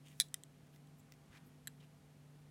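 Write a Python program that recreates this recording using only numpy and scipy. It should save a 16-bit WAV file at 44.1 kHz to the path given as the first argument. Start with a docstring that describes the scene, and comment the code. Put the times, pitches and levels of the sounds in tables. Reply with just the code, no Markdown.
"""In a quiet room, a hand turns a resin pen and its metal-trimmed cap close to the microphone.
The cap clacks and chatters to rest, its rim and clip tick, the barrel is tapped, the tip knocks on the cap.
Each contact is a short burst of noise plus quickly fading tones; fine scratches catch the sliding cap.
Fingers rub with filtered noise full of tiny snaps, and grip shifts make low noise bumps.
An appliance hums as a few wavering tones, over steady room rumble and microphone hiss."""
import sys
import numpy as np
from scipy import signal
from scipy.fft import rfft, irfft
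from scipy.io import wavfile

SR = 44100
rng = np.random.default_rng(int(sys.argv[2]) if len(sys.argv) > 2 else 0)


def dump(signal):
    """Clip the signal to [-1, 1] and save it as 16-bit WAV at the path in sys.argv[1]."""
    limited = np.clip(np.atleast_2d(signal).T, -1, 1)
    pcm = np.round(limited * 32767).astype(np.int16)
    wavfile.write(sys.argv[1], SR, pcm)


N = 110250
TIME = np.arange(N) / SR   # seconds
CUTOFF_HZ = 16000   # top of the contact cracks and of the whole sound
ROOM_T60_S, ROOM_TOP_HZ = 0.15, 10040   # time for the room sound to fall 60 dB; its upper edge


def from_db(db):
    """Turn decibels into a factor for the wave's height."""
    return 10 ** (np.asarray(db) / 20)


def rms_one(x):
    """Scale a sound to an average strength (rms) of 1."""
    return x / np.sqrt(np.mean(x ** 2) + 1e-20)


def band(x, low_hz, high_hz, order=2):
    """Keep mainly the pitches between two edges."""
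    sos = signal.butter(order, [low_hz, high_hz], "band", fs=SR, output="sos")
    return signal.sosfilt(sos, x)


def drift(rate_hz):
    """Wander smoothly at random, with spread 1, by weakening noise above the given rate."""
    spectrum = rfft(rng.standard_normal(N))
    hz = np.fft.rfftfreq(N, 1 / SR)
    return rms_one(irfft(spectrum / (1 + (hz / rate_hz) ** 2), N))


def dying_noise(t60_s):
    """Half a second of noise that fades by 60 dB in the given time."""
    t = TIME[:SR // 2]
    return rng.standard_normal(len(t)) * np.exp(-np.log(1000) * t / t60_s)


def clicks_at(start_s, level_db):
    """Place one single-sample click for each time and strength."""
    return np.bincount((start_s * SR).astype(int), from_db(level_db), N)[:N]


def ring(clicks, hz, t60_s):
    """Each click starts a fading sine, like a struck object; a click of 1 starts it at height 1."""
    shrink = np.exp(-np.log(1000) / (t60_s * SR))   # per sample
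    turn = 2 * np.pi * hz / SR   # radians per sample
    feedback = [1, -2 * shrink * np.cos(turn), shrink * shrink]
    return signal.lfilter([0, np.sin(turn)], feedback, clicks + 1e-18)


SPREAD_S, STRIKE_VARIES_DB = 0.0002, 2   # longest delay before a tone starts; change from blow to blow
CRACK_T60_S, CRACK_LOW_HZ = 0.0074, 2700
SCATTER_LOW_HZ = 1700   # lower edge of the wash that follows a contact
MODE_REACH = 0.2   # each tone is kept within this share of its pitch, so it swells over a few cycles
# a weaker blow is duller: extra dB lost per dB of weakness and per octave above this pitch
SOFT_DULLS, SOFT_FROM_HZ = .05, 4000


def struck(hits, modes, crack_db, scatter_db):
    """A contact gives a brief crack, a faint wash in the room and tones that the fingers damp quickly."""
    start_s, strength_db = np.transpose(hits)
    crack = from_db(crack_db) * band(dying_noise(CRACK_T60_S), CRACK_LOW_HZ, CUTOFF_HZ)
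    wash = from_db(scatter_db) * band(dying_noise(ROOM_T60_S), SCATTER_LOW_HZ, ROOM_TOP_HZ)
    out = signal.fftconvolve(clicks_at(start_s, strength_db), crack + wash)[:N]
    for k, (hz, level_db, t60_s) in enumerate(modes):
        lag_s = SPREAD_S * rng.random()
        dulling = 1 + SOFT_DULLS * max(np.log2(hz / SOFT_FROM_HZ), 0)
        variation_db = STRIKE_VARIES_DB * rng.standard_normal(len(start_s))
        blow_db = strength_db * dulling + level_db + variation_db
        tone = ring(clicks_at(start_s + lag_s, blow_db), hz, t60_s)
        tone = band(tone, hz / (1 + MODE_REACH), hz * (1 + MODE_REACH), order=1)
        out = out + (-1) ** k * tone   # every other tone starts upside down
    return out


# the cap meets the barrel and bounces ever faster: start_s [s], strength_db [dB]
CAP_HITS = [(.2002, 0), (.2084, -7.5), (.2126, -15.5), (.2153, -18), (.2175, -18.5), (.2193, -23.5),
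            (.2210, -25)]
# tones of the cap: pitch_hz [Hz], level_db [dB, before filtering], t60_s [s to fall 60 dB]
CAP_TONES = [(1800, -29.5, .008), (2350, -35.5, .016), (3430, -27.5, .025), (3930, -16, .012),
             (4370, -24.5, .007), (4750, -34, .007), (5450, -28, .006), (5760, -26, .006),
             (6600, -28, .006), (7580, -28, .006), (7920, -27, .010), (8400, -37, .009),
             (9670, -18.5, .0075), (10050, -28, .006), (10650, -20, .007), (11500, -35, .006),
             (13300, -27.5, .0045), (15000, -33, .003)]


def cap():
    """The cap clacks on the barrel, and its shrinking bounces set it ringing again."""
    return struck(CAP_HITS, CAP_TONES, crack_db=-32, scatter_db=-57)


# the cap's metal rim strikes the barrel: start_s [s], strength_db [dB]
RIM_HITS = [(.3422, 2)]
# tones of the rim: pitch_hz [Hz], level_db [dB, before filtering], t60_s [s to fall 60 dB]
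RIM_TONES = [(1380, -51, 0.0093), (1953, -48.5, 0.023), (2440, -51, .014), (3130, -47, 0.014),
             (3660, -42, .010), (5050, -37.5, 0.0073), (6000, -40, 0.0044), (7930, -30.5, .006),
             (9100, -29, 0.0065), (10900, -36.5, .005), (13900, -41, 0.0037), (15100, -40, .004)]


def rim():
    """The metal rim ticks on the barrel and rings briefly."""
    return struck(RIM_HITS, RIM_TONES, crack_db=-40.0, scatter_db=-72)


# ticks of the pocket clip: start_s [s], strength_db [dB]
CLIP_HITS = [(.2850, -15.5), (.4355, -0.5), (.8722, -21)]
CLIP_TONES = [(1918, -56, 0.0092), (3290, -49, 0.0073), (4030, -51, 0.01), (7080, -48.5, 0.0078),
              (7850, -43, 0.011), (8540, -44, 0.006), (9350, -52, 0.0097), (13200, -55, .003)]


def clip():
    """The springy pocket clip ticks with thin, short tones."""
    return struck(CLIP_HITS, CLIP_TONES, crack_db=-52, scatter_db=-77)


# the pen tip knocks on the cap: start_s [s], strength_db [dB]
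TIP_HITS = [(1.6726, 0), (1.6771, -4), (1.6814, -18)]
# tones of the tip on the cap: pitch_hz [Hz], level_db [dB, before filtering], t60_s [s to fall 60 dB]
TIP_TONES = [(1740, -37.5, 0.0094), (2110, -60, 0.008), (2730, -53.5, 0.014), (3330, -47, .014),
             (3985, -39.5, 0.0089), (6400, -58, .009), (7610, -39, .0075), (7930, -41.5, 0.0073),
             (9800, -56, .007), (11300, -43, 0.0083), (11900, -44, .007), (14700, -48, 0.0061)]


def tip():
    """The metal tip knocks on the cap, giving tones with little crack."""
    return struck(TIP_HITS, TIP_TONES, crack_db=-68, scatter_db=-74)


# soft taps on the resin barrel: start_s [s], strength_db [dB]
BARREL_HITS = [(.6692, -12.5), (.7470, -16.5), (.7614, -7.5), (1.1217, 2.5), (1.1380, -10)]
# tones of the barrel: pitch_hz [Hz], level_db [dB, before filtering], t60_s [s to fall 60 dB]
BARREL_TONES = [(1400, -63, .007), (2000, -60.5, 0.02), (2680, -54.5, 0.0043), (3620, -53.5, 0.0045),
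                (4300, -60, .005), (5550, -49, 0.0032), (6960, -58.5, 0.0047), (9300, -64, .004),
                (15200, -57, .004)]


def barrel():
    """Soft taps set the resin barrel ringing faintly."""
    return struck(BARREL_HITS, BARREL_TONES, crack_db=-61, scatter_db=-80)


# the cap catches in fine scratches as it slides on the barrel: start_s [s], strength_db [dB]
SCRATCH_HITS = [(.0562, -10), (.0628, -4), (.0655, -11), (.0705, -13), (.0845, -0.5), (.1022, -11),
                (.1115, -12)]
# tones of these catches: pitch_hz [Hz], level_db [dB, before filtering], t60_s [s to fall 60 dB]
SCRATCH_TONES = [(2800, -53, 0.0063), (3500, -57, .004), (6400, -53.5, 0.0033), (8600, -57, .003)]


def scratches():
    """Each catch of the sliding cap is a tiny contact with its own short tones."""
    return struck(SCRATCH_HITS, SCRATCH_TONES, crack_db=-59.5, scatter_db=-80.5)


def pen_parts():
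    """Add all contacts and remove the bass, which such small parts cannot radiate."""
    knocks = cap() + rim() + clip() + tip() + barrel() + scratches()
    return signal.sosfilt(signal.butter(3, 1000, "high", fs=SR, output="sos"), knocks)


RUB_PEAKS_AT = 0.64   # share of the movement


def swell(start_s, length_s):
    """Loudness of one hand movement: it grows, peaks and stops."""
    corners_s = [start_s, start_s + RUB_PEAKS_AT * length_s, start_s + length_s]
    return np.sin(np.interp(TIME, corners_s, [0, 1, 0]) * np.pi / 2)


# snaps of the skin: average rate, spread of sizes, share of the rubbing power before filtering
SLIPS_PER_S, SLIP_SPREAD_DB, SLIP_SHARE = 900, 3.5, .5
# fingers slide over the parts:
# start_s [s], length_s [s], level_db [dB], centre_hz [Hz], width_octaves [octaves]
RUBS = [(0.037, 0.062, -68, 2880, 0.4), (0.039, 0.091, -73.5, 6944, 0.85), (0.087, 0.062, -71.5, 2620, 0.6),
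        (.1, 0.2, -71.5, 7450, 1.6), (.72, 0.038, -77, 3100, .6), (.715, 0.066, -78.5, 11110, 0.42),
        (0.97, 0.041, -76, 12450, 0.38), (0.984, 0.032, -76.5, 7620, .15), (1.308, 0.086, -64, 1860, 0.68),
        (1.364, 0.022, -73, 2660, 0.54), (1.144, 0.44, -76, 1198, 0.76), (1.434, 0.067, -75, 12100, 0.33),
        (1.798, 0.019, -70.5, 3070, 0.35), (1.81, 0.048, -71.5, 2222, 0.98)]


def fingers():
    """Skin sticks and slips on the polished parts: tiny uneven snaps in a hiss under each stroke."""
    sizes = from_db(SLIP_SPREAD_DB * np.minimum(rng.exponential(1, N), 3))
    sizes = sizes * rng.choice([-1, 1], N)
    slips = rms_one(sizes * (rng.random(N) < SLIPS_PER_S / SR))
    friction = np.sqrt(SLIP_SHARE) * slips + np.sqrt(1 - SLIP_SHARE) * rng.standard_normal(N)
    out = np.zeros(N)
    for start_s, length_s, level_db, centre_hz, width_octaves in RUBS:
        half_width = 2 ** (width_octaves / 2)
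        hiss = band(friction, centre_hz / half_width, centre_hz * half_width, order=1)
        out += from_db(level_db) * swell(start_s, length_s) * rms_one(hiss)
    return out


BUMP_LOW_HZ, BUMP_HIGH_HZ = 56.3, 109
# dull bumps as the grip shifts: start_s [s], length_s [s], level_db [dB]
BUMPS = [(0.919, .14, -71), (1.287, 0.067, -63)]


def bumps():
    """Low noise swells softly while the grip shifts."""
    rumble = rms_one(band(rng.standard_normal(N), BUMP_LOW_HZ, BUMP_HIGH_HZ))
    return rumble * sum(from_db(level_db) * swell(start_s, length_s)
                        for start_s, length_s, level_db in BUMPS)


DESK_DELAY_S, DESK_DB = .0025, -14.5   # reflection from the desk below the hand
ROOM_DELAY_S, ROOM_DB = 0.0034, -27


def room(x):
    """One reflection from the desk, then the faint, short reverberation of a small furnished room."""
    desk = from_db(DESK_DB) * np.interp(TIME - DESK_DELAY_S, TIME, x, left=0)
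    tail = band(dying_noise(ROOM_T60_S), 200, ROOM_TOP_HZ)
    tail = tail * (TIME[:SR // 2] > ROOM_DELAY_S)
    tail = tail / np.sqrt(np.sum(tail ** 2))   # total energy 1
    return desk + from_db(ROOM_DB) * signal.fftconvolve(x, tail)[:N]


# spread of the level, spread of the phase in radians, and rate of the wandering
HUM_WAVER_DB, HUM_WAVER_RAD, HUM_WAVER_HZ = 1.83, 0.24, 2.3
# tones of the hum: pitch_hz [Hz], level_db [dB rms, before the waver]
HUM = [(147, -64), (253.5, -72.5), (297, -81.5), (442, -83.5), (501, -91), (672, -85.5), (800, -87)]


def hum():
    """An appliance hums: a few low tones waver slightly in level and phase."""
    out = np.zeros(N)
    for pitch_hz, level_db in HUM:
        height = np.sqrt(2) * from_db(level_db + HUM_WAVER_DB * drift(HUM_WAVER_HZ))
        phase = 2 * np.pi * (pitch_hz * TIME + rng.random())
        out += height * np.sin(phase + HUM_WAVER_RAD * drift(HUM_WAVER_HZ))
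    return out


AIR_DB = -66.5   # overall rms level
# colour of the room noise: pitch_hz [Hz], level_db [dB per Hz, relative]
AIR = [(25, -25), (45, -7.5), (90, -4.5), (180, 1), (280, -8.5), (400, -11), (700, -16), (1200, -19.5),
       (2500, -22.5), (5000, -28), (10000, -29.5), (13000, -33), (16000, -41.5)]


def air():
    """Steady room rumble and microphone hiss, made by colouring noise."""
    pitch_hz, level_db = np.transpose(AIR)
    log_hz = np.log(np.fft.rfftfreq(N, 1 / SR) + 1)   # plus 1 avoids the log of zero
    colour = from_db(np.interp(log_hz, np.log(pitch_hz), level_db))
    return from_db(AIR_DB) * rms_one(irfft(rfft(rng.standard_normal(N)) * colour, N))


def scene():
    """Close handling sounds in the humming room, on one channel."""
    handling = pen_parts() + fingers()
    return (handling + room(handling) + bumps() + hum() + air())[None]


def record(dry):
    """Cut the top steeply."""
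    return signal.sosfilt(signal.ellip(10, .2, 80, CUTOFF_HZ, fs=SR, output="sos"), dry)


dry = scene()
out = record(dry)
dump(out)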